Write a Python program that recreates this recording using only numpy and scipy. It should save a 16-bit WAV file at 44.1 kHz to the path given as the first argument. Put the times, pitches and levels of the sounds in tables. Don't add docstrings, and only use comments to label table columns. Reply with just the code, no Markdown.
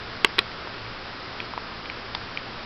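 import sys
import numpy as np
from scipy import signal
from scipy.fft import rfft, irfft
from scipy.io import wavfile

SR = 44100
rng = np.random.default_rng(int(sys.argv[2]) if len(sys.argv) > 2 else 0)


def unload_audio(sound):
    columns = np.transpose(np.atleast_2d(sound))
    steps = np.round(np.clip(columns, -1, 1) * 32767)
    wavfile.write(sys.argv[1], SR, steps.astype(np.int16))


N = 116865


def undb(db):
    return 10 ** (np.asarray(db) / 20)


def unit(x):
    return x / np.sqrt(np.mean(x ** 2))


def since(start_s):
    return np.maximum(np.arange(N) / SR - start_s, 0)


def noise(points):
    point_hz, point_db = np.array(points, float).T
    f = np.maximum(np.fft.rfftfreq(N, 1 / SR), 1)
    colour = undb(np.interp(np.log(f), np.log(point_hz), point_db))
    return unit(irfft(rfft(rng.standard_normal(N)) * colour, N))


def walk(rate_hz):
    f = np.fft.rfftfreq(N, 1 / SR)
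    return unit(irfft(rfft(rng.standard_normal(N)) * np.exp(-(f / rate_hz) ** 2), N))


def decay(t, attack_s, t60_s):
    rise = 1 - np.exp(-t / attack_s)
    return rise * np.exp(-np.minimum(np.log(1000) * t / t60_s, 20))


def ring(t, hz, attack_s, t60_s):
    return np.sin(2 * np.pi * hz * t) * decay(t, attack_s, t60_s)


def tone(hz, waver):
    waver_hz = 9
    swing = 1 + waver * (walk(waver_hz) + 1j * walk(waver_hz))
    return unit(np.real(swing * np.exp(2j * np.pi * hz * since(0))))


def add(out, start_s, x):
    i = int(start_s * SR)
    out[i:i + len(x)] += x[:N - i]


def hiss():
    # frequency_hz, relative_level_db (per Hz)
    hiss_colour = [(20, -1.5), (27, -2), (38, -14.5), (80, -6), (115, -4), (150, -9), (260, -6), (390, -6),
                   (650, -7.5), (1000, -6.5), (1300, -4.5), (1900, -9), (2800, -12), (4000, -13.5),
                   (5100, -13.5), (6000, -19.5)]
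    level_db, flicker_db, flicker_hz = -36, 0.34, 6.5
    return undb(level_db + flicker_db * walk(flicker_hz)) * noise(hiss_colour)


def hum_and_whine():
    # frequency_hz, level_db (rms), waver_share
    lines = [(59, -55, 0.36), (171.5, -56.5, 0.27), (225, -57.5, 0.66), (376, -58.5, 0.71),
             (5000, -59, .15)]
    return sum(undb(level_db) * tone(hz, waver) for hz, level_db, waver in lines)


def drone():
    # time_s, level_db (rms)
    level_curve = [(0, -51), (.2, -47.5), (.42, -46), (.62, -57.5), (.85, -46.5), (1.1, -56), (1.55, -49.5),
                   (1.9, -57), (2.25, -50), (2.65, -56)]
    drone_hz, waver = 111.3, 0.53
    time_s, level_db = np.array(level_curve).T
    return undb(np.interp(since(0), time_s, level_db)) * tone(drone_hz, waver)


def room(x):
    level_db, t60_s, treble_limit_hz = -24.5, 0.097, 1200
    t = np.arange(SR // 2) / SR
    soften = signal.butter(1, treble_limit_hz, fs=SR, output="sos")
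    tail = signal.sosfilt(soften, rng.standard_normal(len(t))) * decay(t, .004, t60_s)
    tail /= np.linalg.norm(tail)
    return undb(level_db) * signal.fftconvolve(x, tail)[:N]


def clicks():
    # start_s, level_db, side_mode_pitch_ratio,
    # snap_hz, snap_db (re level), knock_db (re level)
    snaps = [(0.2460, 7, 0.99, 3093, 6, -16.5), (0.3835, -5.5, 0.94, 3280, -6, -11),
             (0.3894, 3, 1.185, 3650, 6.5, -17.5)]
    # frequency_hz (before the pitch ratio), level_db (re click level), t60_s
    side_modes = [(920, -16.5, 0.023), (1140, -18.5, 0.024), (1620, -13.5, 0.016), (2108, -7.5, 0.016),
                  (2640, -8.5, 0.009), (3340, -4, 0.0073), (4007, -18.5, 0.0098), (4600, -21, 0.01)]
    # frequency_hz, relative_level_db
    crack_colour = [(40, -6), (200, -15), (400, -14), (1000, -1.5), (2000, -2.5), (3200, 4), (4200, 6),
                    (6000, -1.5)]
    attack_s = 0.00071
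    knock_hz, knock_t60_s = 410, .025
    crack_db, crack_t60_s = -10, .015
    snap_attack_s, snap_t60_s = 0.0013, 0.0075
    rise_share, rise_s = 0.54, 0.00075

    out, t = np.zeros(N), np.arange(SR // 20) / SR
    lag = rise_share * rise_s * (1 - np.exp(-t / rise_s))
    for start_s, level_db, pitch, snap_hz, snap_db, knock_db in snaps:
        snap = np.sin(2 * np.pi * snap_hz * (t - lag)) * decay(t, snap_attack_s, snap_t60_s)
        body = np.zeros(len(t))
        for k, (hz, mode_db, t60_s) in enumerate(side_modes):
            sign = (-1) ** k
            body += sign * undb(mode_db) * ring(t, hz * pitch, attack_s, t60_s)
        knock = ring(t, knock_hz, attack_s, knock_t60_s)
        crack = noise(crack_colour)[:len(t)] * decay(t, attack_s, crack_t60_s)
        click = undb(snap_db) * snap + body + undb(knock_db) * knock + undb(crack_db) * crack
        add(out, start_s, undb(level_db) * click)
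    return out


def licks():
    # start_s, level_db (before the doubling below), resonance_hz, t60_s,
    # smack_db (noise re level)
    ticks = [(0.5168, -26, 2000, 0.0062, -15), (0.6717, -21.5, 795, 0.011, -6),
             (0.8640, -27.5, 2100, 0.0064, -4), (1.4023, -17.5, 2500, 0.009, -7),
             (1.5361, -20.5, 960, 0.0088, -10.5), (1.5765, -17, 1010, 0.0097, -5.5),
             (1.8570, -26.5, 2380, 0.0087, -4), (1.8990, -22, 2350, 0.01, -5), (2.1491, -17, 910, .008, -5),
             (2.1490, -24.5, 1870, .010, -15), (2.1493, -17, 3590, 0.0079, -5.5),
             (2.1517, -20.5, 4640, 0.0084, -10.5), (2.3734, -14.5, 2375, .010, -12.5)]
    # pitch_ratio, level_db (re main)
    mouth_modes = [(.78, -10.5), (1.3, -9)]
    attack_s = .0008
    edge_ratios = np.array([0.26, 1.94])

    out, t = np.zeros(N), np.arange(SR // 20) / SR
    for start_s, level_db, hz, t60_s, smack_db in ticks:
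        mouth = ring(t, hz, attack_s, t60_s)
        for ratio, side_db in mouth_modes:
            mouth -= undb(side_db) * ring(t, hz * ratio, attack_s, t60_s)
        band = signal.butter(2, hz * edge_ratios, "band", fs=SR, output="sos")
        smack = unit(signal.sosfilt(band, rng.standard_normal(len(t)))) * decay(t, attack_s, t60_s)
        add(out, start_s, 2 * undb(level_db) * (mouth + undb(smack_db) * smack))
    return out


def scene():
    background = hiss() + hum_and_whine() + drone()
    near = clicks() + licks()
    return (near + room(near) + background)[None]


def record(dry):
    treble_limit_hz, edge_hz = 5567, 197
    clip_level, hardness = .72, 16
    f = np.fft.rfftfreq(N, 1 / SR)
    band = np.exp(-np.logaddexp(0, (f - treble_limit_hz) / edge_hz))
    x = irfft(rfft(dry) * band, N)
    clipped = x / (0.5 + np.abs(x / clip_level) ** hardness) ** (1 / hardness)
    top_limit = signal.ellip(8, .2, 70, 15800, fs=SR, output="sos")
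    return signal.sosfilt(top_limit, clipped)


dry = scene()
out = record(dry)
unload_audio(out)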